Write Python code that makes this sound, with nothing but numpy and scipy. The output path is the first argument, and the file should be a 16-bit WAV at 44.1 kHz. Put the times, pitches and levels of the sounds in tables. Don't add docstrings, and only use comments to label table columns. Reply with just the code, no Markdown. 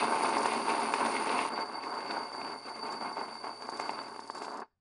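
import sys
import numpy as np
from scipy import signal
from scipy.fft import rfft, irfft
from scipy.io import wavfile
from scipy.ndimage import uniform_filter1d

SR = 44100
rng = np.random.default_rng(int(sys.argv[2]) if len(sys.argv) > 2 else 0)


def transcribe(u):
    v = np.clip(np.atleast_2d(u).T, -1, 1)
    q = np.round(v * 32767).astype(np.int16)
    wavfile.write(sys.argv[1], SR, q)


def gain_from_decibels(decibels):
    exponent = np.asarray(decibels, float) / 20
    return 10 ** exponent


N = 211724
T = np.arange(N) / SR

CUT_S = 1.492
SINK_S = 3.84
OFF_S = 4.36
FALL_S, FALL_DB_PER_S = 4.5, 113
STOP_S, STOP_LOW_T60_S, STOP_HIGH_T60_S = 4.628, 0.09, 0.085
CLUMP_ATTACK_S, CLUMP_FADE_DB_PER_S = 0.0086, 136.5
HUM_HZ, HUM_DB = 118.8, -74
FLOOR_DB = -84
ROOM_T60_S, ROOM_DB = 0.33, -27

# [t/s, knock level/dB, splinter level/dB]
CRACKS = [(0.096, -21, -47), (0.287, -18.5, -54), (0.339, -29, -44), (0.368, -15.5, -39), (0.416, -28, -42),
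          (0.457, -13, -37), (0.534, -27, -41), (0.67, -33, -47), (0.8, -28, -42.5), (0.893, -29, -49),
          (0.938, -15, -36.5), (1.059, -20, -40), (1.165, -28, -40.5), (1.293, -34, -39),
          (1.39, -19.5, -39.5), (1.577, -23, -59), (1.835, -38, -46), (1.94, -33, -51), (2.004, -31, -46),
          (2.109, -20, -43.5), (2.232, -32, -52), (2.318, -28, -58), (2.415, -32, -46), (2.448, -28, -52),
          (2.684, -31, -55.5), (3.166, -47, -61), (3.213, -21, -56), (3.443, -32, -53), (3.469, -24, -61),
          (3.622, -29, -54.5), (3.689, -22.5, -59), (3.798, -20.5, -45), (3.893, -21, -45),
          (3.989, -22.5, -49), (4.084, -31, -58), (4.144, -33, -60), (4.161, -30.5, -60),
          (4.192, -26.5, -57), (4.299, -24, -54.5), (4.347, -31, -64), (4.419, -22.5, -53.5),
          (4.447, -38, -54), (4.481, -23.5, -58)]
# [t/s, level/dB]
CHIPS = [(0.0323, -41), (0.2349, -36), (0.2902, -37), (0.381, -33.5), (0.4299, -35), (0.4609, -31.5),
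         (0.5337, -39), (0.6255, -44), (0.6993, -37), (0.7996, -41), (0.9238, -43), (0.9393, -33),
         (1.061, -35), (1.1199, -52), (1.3804, -37), (1.4471, -42), (1.598, -45), (1.835, -53),
         (1.858, -61), (2.004, -58), (2.1116, -47), (2.232, -55), (2.35, -51), (2.448, -55), (2.9243, -42),
         (2.9517, -50), (3.444, -49), (3.6207, -45), (3.697, -41), (3.7718, -41.5), (3.7968, -38),
         (3.809, -38.5), (3.8696, -50), (3.9085, -40.5), (4.2023, -43), (4.2752, -43.5), (4.3056, -43.5),
         (4.3496, -44.5), (4.382, -41), (4.4223, -42), (4.4488, -41), (4.572, -45), (4.5998, -48)]
# [start t/s, length t/s, crushing level/dB]
CLUMPS = [(0, 0.022, -28), (0.11, 0.032, -30), (0.227, 0.26, -31.5), (0.533, 0.033, -31.5),
          (0.682, 0.025, -29.5), (0.803, 0.032, -34), (0.993, 0.14, -31), (1.167, 0.27, -35),
          (1.5, 0.054, -36), (1.575, 0.036, -33.5), (1.689, 0.09, -40.5), (1.827, 0.29, -38.5),
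          (2.098, 0.11, -35), (2.333, .19, -38.5), (2.657, 0.034, -40), (2.76, 0.025, -40.5),
          (2.828, 0.11, -37.5), (3.008, 0.056, -35), (3.165, 0.066, -37.5), (3.28, 0.091, -43),
          (3.437, 0.036, -38), (3.625, 0.026, -44), (3.721, 0.029, -40), (3.794, .05, -37.5),
          (3.883, 0.15, -39.5), (4.076, .08, -51), (4.35, 0.27, -40)]
# [middle t/s, half length t/s, added level/dB]
RATTLY_SPELLS = [(2.204, 0.11, 2.5), (2.908, 0.088, 1), (3.82, 0.1, 4.5), (4.395, 0.25, 6)]
# [full feed level/dB, nearly empty level/dB]
TRICKLE_DB = (-33, -49)
# [full feed level/dB, nearly empty level/dB]
USUAL_DB = (-31, -39.5)

# [full feed level/dB, nearly empty level/dB, dB per dB of crushing, late sinking in dB/s]
SCRAPE_LAW = (-42.5, -55.5, 0.83, 7)
RATTLE_LAW = (-56, -64, 0.43, 1.5)
HISS_LAW = (-49, -63.5, 0.22, 4)
WHISTLE_LAW = (-51.5, -50.5, .5, 9.5)
DRONE_LAW = (-56, -60.5, 1.0, 13)

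# [f/Hz, level/dB]
KNOCK_COLOUR = [(100, -23.5), (350, -8.5), (800, -1.5), (3000, -2)]
# [f/Hz, level/dB]
HEAVE_COLOUR = [(100, 0.5), (400, 3.5), (800, -17.5), (3000, -47)]
# [f/Hz, level/dB]
HOUSING_COLOUR = [(35, -78.5), (60, -43), (108, -20), (188, -11), (228, -8.5), (392, -4.5), (519, -9),
                  (906, -4.5), (1800, -18.5), (2000, -21), (2600, -49), (4400, -120)]
# [f/Hz, width/Hz, level over the broad colour/dB]
HOUSING_MODES = [(229.3, 22, 8), (279, 74, 6), (423.6, 49, 6), (558.6, 21, 6), (710.4, 28, 6),
                 (777, 8.9, -1.5), (899, 50, 6.5), (1092, 180, 5.5), (1533, 230, 5)]
# [f/Hz, level/dB]
STONE_COLOUR = [(1200, -30.5), (1800, -5), (2700, -6), (3100, -14), (4300, -16.5), (5000, -20.5),
                (7000, -44.5)]
# [f/Hz, width/Hz, level over the broad colour/dB]
STONE_MODES = [(2145, 120, 15), (2650, 180, 8), (3630, 200, 8), (4250, 200, 6)]
# [f/Hz, level/dB]
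SPOUT_COLOUR = [(2500, -26.5), (3400, -11.5), (4900, -0.5), (5600, -9), (7800, -10.5), (8500, -12),
                (10000, -8.5), (10300, -34.5)]
# [f/Hz, width/Hz, level over the broad colour/dB]
SPOUT_MODES = [(3700, 250, 12), (5080, 260, 19), (5400, 200, 17), (6180, 200, 15), (6480, 220, 16),
               (7400, 480, 19)]
# [f/Hz, level/dB]
STREAM_COLOUR = [(1200, -32.5), (3300, -15.5), (4300, -16), (6000, -11), (8600, -22), (8800, -6.5),
                 (9900, -9.5), (10150, -22.5), (10350, -61)]
# [f/Hz, width/Hz, level over the broad colour/dB]
STREAM_MODES = [(8700, 750, 5), (9580, 520, 13)]
# [f/Hz, wander rate/Hz]
HIGH_RUB = [(4607, 220), (4605, 85)]
# [f/Hz, wander rate/Hz]
LOW_RUB = [(2170, 130), (2145, 80)]
# [f/Hz, level/dB]
FLOOR_COLOUR = [(20, -2), (80, 0), (150, -8), (400, -22), (2000, -34), (10000, -46)]


def crushing(load_db, clumps, grit):
    heave_db = load_db + 0.7 * clumps + 1.3 * walk(23) - 17.5
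    heave = kernels(rate=1500, spread_db=2.0) * gain_from_decibels(heave_db)
    cracks = gain_from_decibels(7.5) * strikes(CRACKS, column=1, burst_s=0.003, click=1.6)
    knock_db = load_db + 1.2 * clumps + 1.28 * walk(60) - 2.5
    knocks = grit * gain_from_decibels(knock_db) + cracks
    push = ring(knocks, response(KNOCK_COLOUR)) + ring(heave, response(HEAVE_COLOUR))
    return gain_from_decibels(-7.5) * ring(push, response(HOUSING_COLOUR, HOUSING_MODES))


def scraping(level_db, clumps, grit):
    fine_db = level_db + 0.77 * clumps + 3.6 * walk(80) - 2.0
    fine = unit(grit + 1.2 * rng.standard_normal(N)) * gain_from_decibels(fine_db)
    splinters = gain_from_decibels(26) * strikes(CRACKS, column=2, burst_s=0.0052, click=0.51)
    return scattered(fine + splinters, STONE_COLOUR, STONE_MODES, patchy_db=5.0, rate=34)


def rattle(level_db, clumps):
    patter_db = level_db + 0.5 * clumps + 1.2 * walk(64) + 2.0
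    patter = kernels(rate=2500, spread_db=3.0) * gain_from_decibels(patter_db)
    chips = gain_from_decibels(16.5) * strikes(CHIPS, column=1, burst_s=0.0066, click=0.3)
    return scattered(patter + chips, SPOUT_COLOUR, SPOUT_MODES, patchy_db=4.5, rate=35)


def flour(level_db):
    dust = rng.standard_normal(N) * gain_from_decibels(level_db + 0.5 * walk(48) + 2.0 * walk(150))
    return ring(dust, response(STREAM_COLOUR, STREAM_MODES))


def whistle(level_db, rub):
    tones = []
    for hz, rate in rub:
        core = walk(rate) + 1j * walk(rate)
        skirt = walk(3.5 * rate) + 1j * walk(3.5 * rate)
        carrier = np.exp(2j * np.pi * hz * T)
        tones.append(unit(np.real((core + skirt) * carrier)))
    full, empty = tones
    emptied = np.clip((T - CUT_S) * 200, 0, 1)
    return gain_from_decibels(level_db + 2.0) * (full * (1 - emptied) + empty * emptied)


def hum():
    on = np.clip((OFF_S - T) / 0.03, 0, 1)
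    level = gain_from_decibels(HUM_DB + 0.8 * walk(3))
    return on * level * np.sqrt(2) * np.sin(2 * np.pi * HUM_HZ * T)


def kitchen(x):
    t = T[:SR // 2]
    colour = response([(100, -4), (1000, -6), (3000, 3), (5000, 3), (11000, -8)])
    wash = ring(rng.standard_normal(N), colour)[:len(t)]
    wash = wash * np.exp(-np.log(1000) * t / ROOM_T60_S)
    wash = wash / np.sqrt(np.sum(wash ** 2))
    still = gain_from_decibels(FLOOR_DB) * ring(rng.standard_normal(N), response(FLOOR_COLOUR))
    return x + gain_from_decibels(ROOM_DB) * ring(x, wash) + still


def load():
    power = gain_from_decibels(2 * np.where(T < CUT_S, *TRICKLE_DB))
    for start, length, db in CLUMPS:
        same_side = (T < CUT_S) == (start < CUT_S)
        rise = np.clip((T - start) / CLUMP_ATTACK_S + 1, 0, 1) * same_side
        clump_db = db - CLUMP_FADE_DB_PER_S * np.maximum(T - start - length, 0)
        power = power + rise ** 2 * gain_from_decibels(2 * clump_db)
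    return 10 * np.log10(power)


def follow(load_db, full_db, empty_db, share, sink_db_per_s):
    over_db = load_db - np.where(T < CUT_S, *USUAL_DB)
    sunk_db = sink_db_per_s * np.maximum(T - SINK_S, 0)
    return np.where(T < CUT_S, full_db, empty_db) + share * over_db - sunk_db


def kernels(rate, spread_db):
    hit = rng.random(N) < rate / SR
    size = rng.exponential(size=N)
    push = rng.standard_normal(N)
    return unit(hit * gain_from_decibels(spread_db * np.minimum(size, 3)) * push)


def strikes(events, column, burst_s, click):
    out = np.zeros(N + SR)
    tail = np.arange(SR // 10) / SR
    noises = rng.standard_normal((len(events), len(tail)))
    for row, noise in zip(events, noises):
        burst = noise * np.exp(-tail / burst_s)
        burst = burst / np.sqrt(np.sum(burst ** 2))
        burst[0] = click
        i = int(row[0] * SR)
        out[i:i + len(tail)] += gain_from_decibels(row[column]) * burst
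    return out[:N]


def scattered(x, broad, modes, patchy_db, rate):
    parts = (ring(x * gain_from_decibels(patchy_db * walk(rate)), response(broad, [mode])) for mode in modes)
    return sum(parts) / len(modes)


def response(broad, modes=(), size=8192):
    hz = np.maximum(np.arange(size // 2 + 1) * SR / size, 1)
    f, db = np.transpose(broad)
    gain = gain_from_decibels(np.interp(np.log(hz), np.log(f), db, right=db[-1] - 26))
    for centre, width, over_db in modes:
        gain = gain * gain_from_decibels(over_db / (1 + (2 * (hz - centre) / width) ** 2))
    cepstrum = irfft(np.log(gain))
    cepstrum[1:size // 2] *= 2
    cepstrum[size // 2 + 1:] = 0
    h = irfft(np.exp(rfft(cepstrum)))
    return h / np.sqrt(np.sum(h ** 2))


def ring(x, h):
    return signal.fftconvolve(x, h)[:N]


def walk(rate):
    k = int(SR / rate)
    held = np.repeat(rng.standard_normal(N // k + 1), k)
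    return 0.75 * uniform_filter1d(uniform_filter1d(held, k), k)[:N]


def unit(x):
    return x / np.sqrt(np.mean(x ** 2))


def scene():
    load_db = load()
    scrape_db = follow(load_db, *SCRAPE_LAW)
    rattle_db = follow(load_db, *RATTLE_LAW)
    rattle_db = rattle_db + sum(db * np.exp(-((T - s) / half) ** 2) for s, half, db in RATTLY_SPELLS)
    hiss_db = follow(load_db, *HISS_LAW)
    whistle_db = follow(load_db, *WHISTLE_LAW)
    drone_db = follow(load_db, *DRONE_LAW)
    fall_db = FALL_DB_PER_S * np.maximum(T - FALL_S, 0)

    clumps = walk(24.666)
    grit = kernels(rate=2200, spread_db=0.0)
    body = crushing(load_db, clumps, grit)
    body = body + whistle(whistle_db - 0.5 * fall_db, HIGH_RUB) + whistle(drone_db, LOW_RUB)
    bright = scraping(scrape_db, clumps, grit)
    bright = bright + rattle(rattle_db - fall_db, clumps) + flour(hiss_db - fall_db)

    halted_s = np.maximum(T - STOP_S, 0)
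    body_fade = np.exp(-np.log(1000) * halted_s / STOP_LOW_T60_S)
    bright_fade = np.exp(-np.log(1000) * halted_s / STOP_HIGH_T60_S)
    return kitchen(body_fade * body + bright_fade * bright + hum())[None]


def band_limit(x):
    return signal.sosfilt(signal.butter(12, 11340, fs=SR, output="sos"), x)


def record(dry):
    return band_limit(dry)


dry = scene()
out = record(dry)
transcribe(out)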